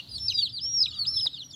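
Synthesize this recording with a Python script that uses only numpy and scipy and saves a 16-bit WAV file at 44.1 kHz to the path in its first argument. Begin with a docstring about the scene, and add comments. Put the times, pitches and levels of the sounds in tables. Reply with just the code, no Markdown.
"""In a store, chicks peep in a plastic brooder and a cardboard box.
Each peep is a nearly pure whistle, a sine with two weak overtones; it mostly rises, holds and drops away.
A few near birds stand out of the flock, and the brooder walls and the room echo them as fading noise.
Below lies a low ventilation rumble made of coloured noise and fan tones.
A hand rubs (noise), taps (clicks) and knocks (ringing tones) inside the brooder."""
import sys
import numpy as np
from scipy import signal
from scipy.fft import rfft, irfft
from scipy.io import wavfile

SR = 44100
rng = np.random.default_rng(int(sys.argv[2]) if len(sys.argv) > 2 else 0)


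def generate_wav(sig):
    """Save sig (samples, or channels by samples) to the path in sys.argv[1] as 16-bit PCM at SR."""
    pcm = np.round(np.clip(np.atleast_2d(sig).T, -1, 1) * 32767).astype(np.int16)
    wavfile.write(sys.argv[1], SR, pcm)


N = 68355
TIME = np.arange(N) / SR  # s


def amp(db):
    """Turns decibels into a gain."""
    return 10 ** (np.asarray(db) / 20)


def unit(x):
    """Scales a signal to an average strength (rms) of 1."""
    return x / np.sqrt(np.mean(x ** 2) + 1e-20)


def read(points, hz):
    """Reads a table at any pitch, with pitch on a log scale as the ear hears it."""
    table_hz, value = np.transpose(points)
    return np.interp(np.log(hz + 1), np.log(table_hz + 1), value)


def level(points):
    """Gain over time, drawn in straight dB lines through (s, dB) points."""
    return amp(np.interp(TIME, *np.transpose(points)))


def coloured(x, spectrum):
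    """Filters with a colour whose mean power gain is 1."""
    gain = unit(amp(read(spectrum, np.fft.rfftfreq(N, 1 / SR))))
    return irfft(rfft(x) * gain, N)


def noise(spectrum):
    """Noise of rms 1 with the given colour."""
    return unit(coloured(rng.standard_normal(N), spectrum))


def drift(rate_hz):
    """Smooth random wandering of rms 1, weak above the given rate."""
    hz = np.fft.rfftfreq(N, 1 / SR)
    slow = rfft(rng.standard_normal(N)) / (1 + (hz / rate_hz) ** 2) ** 2
    return unit(irfft(slow, N))


def ventilation():
    """Moving air is steady low noise; the fan adds two tones whose phase wanders."""
    # colour of the moving air: (frequency [Hz], relative level [dB per Hz])
    air_colour = [(25, -11), (90, 0), (170, 3.5), (235, -3), (295, -5), (400, -13.5), (530, -15),
                  (900, -20), (1100, -21.5), (1280, -19.5), (1650, -21.5), (2200, -24), (4000, -49.5)]
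    # fan tones: (frequency [Hz], rms level [dB])
    fan_tones = [(130, -62), (284, -67.5)]
    sound = amp(-59) * noise(air_colour)
    for hz, db in fan_tones:
        phase = 2 * np.pi * hz * TIME + 0.9 * drift(rate_hz=3.04)
        sound = sound + amp(db) * np.sqrt(2) * np.sin(phase)
    return sound


def rumble():
    """Low noise that comes and goes."""
    # colour of the rumble: (frequency [Hz], relative level [dB per Hz])
    rumble_colour = [(20, -35.5), (40, -25), (70, -1), (115, 2.5), (150, -15.5), (220, -17), (330, -36.5),
                     (600, -34.5), (2000, -56)]
    # swelling of the rumble: (time [s], level [dB])
    rumble_level = [(.04, -72.5), (.11, -50), (.35, -49), (.6, -57), (.72, -52), (.85, -56), (1.14, -48.5),
                    (1.26, -61), (1.31, -69)]
    return noise(rumble_colour) * level(rumble_level)


def distant_flock():
    """Far-off birds blur into a band of noise around their peeping pitch."""
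    # colour of the far birds: (frequency [Hz], relative level [dB per Hz])
    distant_colour = [(1500, -25.5), (2300, -14.5), (3200, 2.5), (4400, 10), (5000, -9), (6000, -19.5),
                      (8000, -55)]
    # strength of the far birds: (time [s], level [dB])
    distant_level = [(0, -50), (.3, -58.5), (.55, -62.5), (.72, -52.5), (.8, -61), (1.1, -61), (1.3, -52),
                     (1.55, -66)]
    return noise(distant_colour) * level(distant_level)


def faint_hiss():
    """Broad, faint noise that fades and returns."""
    # colour of the hiss: (frequency [Hz], relative level [dB per Hz])
    hiss_colour = [(300, 12), (1000, 7), (2200, -8), (6000, 4.5), (8000, -2), (12000, -0.5), (15500, -5)]
    # strength of the hiss: (time [s], level [dB])
    hiss_level = [(0, -61.5), (.42, -64.5), (.62, -80.5), (.78, -92.5), (.9, -72), (1.55, -69)]
    return noise(hiss_colour) * level(hiss_level)


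def store():
    """The floor of the store: all the sounds behind the birds, added together."""
    return ventilation() + rumble() + distant_flock() + faint_hiss()


def whistle(start, end, hz, db, second_db, third_db, flutter_db):
    """A chick's voice: a slightly unsteady sine with two weak overtones at 2 and 3 times its pitch."""
    # tilt of the overtones: (overtone frequency [Hz], gain [dB])
    overtone_colour = [(4500, -21), (6100, -6), (7000, 2), (8200, -3), (9400, -0.5), (11000, -1.5),
                       (12500, 1.5), (14500, -6)]
    edge_s = 0.0081  # soft onset and release
    waver, waver_hz = 0.0022, 130  # pitch wander as a share, and its rate
    flutter_hz, flicker_db = 110, 3.5  # rate of the level wander, and its extra size in each overtone
    overtone_follow = 0.56  # overtones swell less than the main tone
    dull_db, dull_s = -8.5, 0.023  # a peep starts purer and gains its overtones

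    gate = np.clip(np.minimum(TIME - start, end - TIME) / edge_s + 0.5, 0, 1)
    on = gate > 0  # compute only where the bird sounds
    pitch = (hz * (1 + waver * drift(waver_hz)))[on]
    db = db[on]
    phase = 2 * np.pi * np.cumsum(pitch) / SR
    tone = amp(db) * np.sin(phase)

    overtone_db = db.max() + overtone_follow * (db - db.max())
    overtone_db = overtone_db + dull_db * np.exp(-abs(TIME[on] - start) / dull_s)
    for multiple, relative_db in [(2, second_db), (3, third_db)]:
        flicker = flicker_db * drift(flutter_hz)[on]
        colour_db = read(overtone_colour, multiple * pitch)
        gain = amp(overtone_db + relative_db + flicker + colour_db)
        tone = tone + gain * np.sin(multiple * phase)

    fade = np.sin(np.pi / 2 * gate[on]) ** 2
    flutter = amp(flutter_db * drift(flutter_hz)[on])
    out = np.zeros(N)
    out[on] = np.sqrt(2) * tone * fade * flutter
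    return out


def flock_peep(start, length, main_hz, end_hz, lateness, db, loudest, second_db):
    """A quick scoop up to a main pitch, then a glide down or up to the end pitch, under one swell."""
    rise_share, rise_depth = 0.13, 0.05  # the scoop's share of the length and of the main pitch
    start_db, end_db = -17.5, -12.5  # the ends against the loudest moment
    progress = np.clip((TIME - start) / length, 0, 1)
    rise = np.maximum(1 - progress / rise_share, 0)
    glide = np.maximum(progress - rise_share, 0) / (1 - rise_share)
    scoop_hz = main_hz * (1 - rise_depth * rise ** 2)
    hz = scoop_hz - (main_hz - end_hz) * glide ** lateness
    swell_db = np.interp(progress, [0, loudest, 1], [start_db, 0, end_db])
    return whistle(start, start + length, hz, db + swell_db, second_db, third_db=-40.5, flutter_db=3.3)


def flock():
    """The many birds of the flock, each peep a simple swooping whistle."""
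    # peeps: (start [s], length [s], main pitch [Hz], end pitch [Hz], lateness of the glide [power],
    # level before the flock's gain [dB], loudest moment [share of length],
    # second harmonic before colour and flicker [dB])
    flock_table = [ (-.04, 0.047, 3370, 2724, 1.77, -33.5, 0.88, -14),
                   (0.098, 0.1, 4090, 4065, 1.6, -45, .4, -34),
                   (0.184, .042, 3950, 3400, 1.5, -43, 0.2, -24),
                   (0.256, 0.048, 2706, 2430, 1.7, -53.5, 0.74, -30),
                   (0.264, 0.13, 3880, 2890, 10.8, -36.5, 0.97, -28),
                   (0.275, 0.08, 6280, 5540, 1.7, -46.5, 0.38, -25),
                   (0.318, .014, 5550, 4520, 1.24, -34, 0.61, -37),
                   (0.364, 0.016, 5730, 3670, 1.2, -33.5, .75, -24),
                   (0.373, 0.057, 3850, 2660, 2, -28, 0.24, -23),
                   (0.443, 0.043, 3256, 2950, 2.9, -45, 0.58, -34),
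                   (0.456, 0.072, 4250, 3400, 1.6, -43.5, 0.28, -27),
                   (0.48, 0.04, 3820, 3040, 1.8, -43, 0.66, -33),
                   (0.646, 0.031, 3290, 2900, 2.04, -44, 0.52, -35),
                   (0.809, 0.078, 6020, 4930, 3.8, -51, 0.47, -16.5),
                   (.845, 0.084, 3963, 2780, 2.5, -38, 0.34, -23),
                   (.915, 0.047, 3574, 2800, 1.63, -39, .4, -12),
                   (.918, 0.07, 3860, 3010, 5.4, -40, 0.83, -29),
                   (0.902, 0.016, 4550, 4350, 1.8, -35, 0.94, -30),
                   (0.905, 0.015, 5300, 3740, 1.4, -42, 0.79, -32),
                   (1.077, 0.043, 4690, 4500, 1.4, -41.5, 0.84, -35),
                   (1.126, 0.039, 4250, 3800, 1.34, -32.5, .4, -45),
                   (1.162, 0.0268, 3740, 3124, 1.1, -32.5, 0.26, -47),
                   (1.146, .069, 5190, 2880, 1.5, -32.5, 0.75, -30),
                   (1.185, 0.17, 4020, 3970, 3.5, -47, 0.42, -29),
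                   (1.295, 0.089, 4020, 2820, 1.9, -36.5, 0.59, -28.5),
                   (1.326, 0.11, 5015, 2905, 1.6, -35, 0.9, -34),
                   (1.408, 0.13, 5860, 5350, 1.5, -49, 0.28, -22.5),
                   (1.504, 0.013, 5450, 3500, 1.8, -37.5, 0.71, -23.5),
                   (1.513, 0.05, 3705, 2790, 1.6, -38, 0.54, -7),
                   (1.517, 0.021, 5400, 6300, 0.84, -57, 0.61, -26)]
    return amp(-1.5) * sum(flock_peep(*row) for row in flock_table)


def near_peep(points, second_db, third_db):
    """A close bird, whose whistle follows its own path of pitch and level."""
    s, hz, db = np.transpose(points)
    pitch = np.interp(TIME, s, hz)
    level_db = np.interp(TIME, s, db)
    return whistle(s[0], s[-1], pitch, level_db, second_db, third_db, flutter_db=1)


def short_peeps():
    """Near birds giving shorter whistles."""
    # one list per peep: (time [s], pitch [Hz], level before the group's gain [dB])
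    short_paths = [
        [(0.083, 4473, -61), (0.094, 4946, -43), (0.108, 5085, -51), (0.118, 4820, -35.5), (0.145, 4740, -40),
         (0.163, 4410, -30.5), (0.177, 4240, -45), (0.184, 3550, -34), (0.191, 3080, -60)],
        [(0.325, 4630, -49), (0.338, 5200, -38.5), (0.348, 4895, -29), (0.375, 4772, -25.4), (0.402, 4653, -27),
         (0.414, 4589, -36.5), (0.431, 4473, -17), (0.443, 4293, -27.5), (0.46, 3770, -31.5),
         (0.474, 3300, -36), (0.483, 2695, -45.5)],
        [(0.484, 4600, -61), (0.497, 5230, -44), (0.513, 5350, -62), (0.53, 4800, -39.5), (0.56, 4630, -34.5),
         (0.574, 4190, -31.5), (0.587, 3747, -35.5), (0.601, 2980, -40.5)],
        [(0.935, 4545, -55), (0.957, 4770, -43.5), (0.975, 4645, -43.5), (0.995, 4550, -27.8),
         (1.015, 4437, -24.5), (1.035, 4240, -33), (1.048, 3940, -41.5), (1.06, 3610, -33.5),
         (1.071, 3019, -70)],
    ]
    # one row per peep, before colour and flicker: (second harmonic [dB], third harmonic [dB])
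    short_overtones = [(-21, -42), (-37, -44), (-28, -47), (-30, -42)]
    peeps = [near_peep(path, *overtones) for path, overtones in zip(short_paths, short_overtones)]
    return amp(-1.05) * sum(peeps)


def long_peeps():
    """Near birds giving longer whistles."""
    # one list per peep: (time [s], pitch [Hz], level before the group's gain [dB])
    long_paths = [
        [(0.148, 4950, -41), (0.175, 5310, -55), (0.21, 5366, -33), (0.255, 5386, -32), (0.274, 5430, -31.5),
         (0.28, 5230, -39), (0.284, 4920, -17.5), (0.292, 4330, -28.5), (0.301, 4046, -22.5),
         (0.309, 3280, -34.8), (0.323, 2835, -33), (0.335, 2100, -59.9)],
        [(0.598, 4455, -47), (0.617, 5145, -35), (0.635, 5296, -30), (0.665, 5516, -27), (0.7, 5615, -29.5),
         (0.735, 5670, -31.5), (0.745, 5550, -23.5), (0.77, 5608, -24.5), (0.778, 5360, -22),
         (0.786, 5497, -23), (0.801, 5380, -24.5), (0.805, 4952, -17), (0.812, 5066, -19.5), (0.82, 5212, -17),
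         (0.827, 5096, -17), (0.833, 4460, -21), (0.838, 3820, -26.5), (0.847, 4040, -24.5), (0.853, 4130, -41),
         (0.859, 3720, -20.5), (0.865, 2860, -35), (0.872, 2374, -40.5)],
        [(1.051, 2546, -42), (1.055, 3028, -38.5), (1.062, 4093, -40), (1.068, 4907, -27.5),
         (1.085, 5242, -19.5), (1.1, 5360, -29), (1.122, 5380, -33.5), (1.14, 5305, -27.5),
         (1.156, 5382, -33.5), (1.166, 5290, -23), (1.2, 5180, -26), (1.219, 5358, -30.5), (1.231, 5015, -26),
         (1.247, 5140, -28), (1.258, 4770, -27), (1.263, 4090, -33.0), (1.27, 3788, -18.5),
         (1.283, 2990, -41.5)],
    ]
    # one row per peep, before colour and flicker: (second harmonic [dB], third harmonic [dB])
    long_overtones = [(-37, -49.5), (-41.5, -68), (-31, -49)]
    peeps = [near_peep(path, *overtones) for path, overtones in zip(long_paths, long_overtones)]
    return amp(-1.28) * sum(peeps)


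def echoes(x):
    """Blurs sound with fading noise: a short patter off the brooder walls and a longer room tail."""
    # time the room takes to fade by 60 dB: (frequency [Hz], time [s])
    room_fade = [(300, 0.43), (3500, 0.443), (5500, .42), (12000, 0.54)]
    walls_s = 0.0088  # time for the patter to fade to about a third
    walls = rng.standard_normal(N) * np.exp(-TIME / walls_s) * (TIME > 0.002)
    # split the tail into bands, so that each fades at its own speed
    tail_noise = rng.standard_normal(N) * (TIME > 0.008)
    hz, t, bands = signal.stft(tail_noise, SR, nperseg=256)
    fade = amp(-60 * t / read(room_fade, hz)[:, None])
    tail = signal.istft(bands * fade, SR, nperseg=256)[1][:N]
    response = (amp(-14) * unit(walls) + amp(-25.5) * unit(tail)) / np.sqrt(N)
    return signal.fftconvolve(x, response)[:N]


def knock(s, db):
    """A dull knock makes the plastic tub ring briefly at a few pitches."""
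    # ringing of the tub: (frequency [Hz], level against the knock [dB], time to fade by 60 dB [s])
    tub_rings = [(88, 7.5, 0.055), (542, 0.5, 0.1), (642, -3.5, .05), (1056, -6.5, 0.088)]
    t = np.maximum(TIME - s, 0)
    return sum(amp(db + ring_db - 60 * t / t60) * np.sin(2 * np.pi * hz * t) for hz, ring_db, t60 in tub_rings)


def rub():
    """A hand sliding on plastic makes soft noise that swells and fades."""
    # colour of the rubbing: (frequency [Hz], relative level [dB per Hz])
    rub_colour = [(200, -18.5), (700, -18.5), (1100, -16.5), (1270, -0.5), (1450, -13), (1800, -17.5),
                  (2600, -25.5), (8000, -33.5)]
    # strength of the rubbing: (time [s], level [dB])
    rub_level = [(.78, -87), (.82, -68.5), (.9, -71.5), (.98, -59), (1.02, -62), (1.06, -61.5), (1.14, -63),
                 (1.2, -79.5), (1.3, -81)]
    return noise(rub_colour) * level(rub_level)


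def tap(s, db):
    """A sharp contact (a click) and the quickly fading rattle that follows it."""
    decay_s = 0.00093
    age = TIME - s
    click = np.sinc(age * SR)
    rattle = rng.standard_normal(N) * (age >= 0) * np.exp(-abs(age) / decay_s)
    return amp(db) * (amp(13.5) * click + amp(2) * rattle)


def hand():
    """A hand in the brooder: dull knocks, a soft rub and a few light taps on the plastic."""
    # soft knocks on the tub: (time [s], level before the tub's ringing levels [dB])
    knock_table = [(.648, -55), (.809, -64), (1.126, -60), (1.254, -53), (1.262, -57)]
    # light taps: (time [s], level before click and rattle gains [dB])
    tap_table = [(0.807, -59), (1.256, -51), (1.262, -41.5)]
    # colour of the taps: (frequency [Hz], relative level [dB per Hz])
    tap_colour = [(150, -14), (400, -11), (700, 7.5), (1100, 4), (2500, -2.5), (6000, -24), (12000, -15),
                  (16000, -20)]
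    knocks = sum(knock(*row) for row in knock_table)
    taps = coloured(sum(tap(*row) for row in tap_table), tap_colour)
    return knocks + rub() + taps


def scene():
    """Birds and hand with their echoes, over the store's floor."""
    floor = store()
    many = flock()
    short, long = short_peeps(), long_peeps()
    handling = hand()
    # the flock and the shorter near peeps carry more echo than the longer peeps
    wet = echoes(amp(6.5) * many + amp(6.5) * short + amp(3) * long + handling)
    return (floor + many + short + long + handling + wet)[None]


def record(dry):
    """The microphone's bass cut and the recorder's upper band limit."""
    low_cut_hz, high_cut_hz = 33, 15850
    bass_cut = signal.butter(3, low_cut_hz, "highpass", fs=SR, output="sos")
    thin = signal.sosfilt(bass_cut, dry)
    band_limit = signal.firwin(511, high_cut_hz, window=("kaiser", 9), fs=SR)
    return signal.oaconvolve(thin, band_limit[None], "same")


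dry = scene()
out = record(dry)
generate_wav(out)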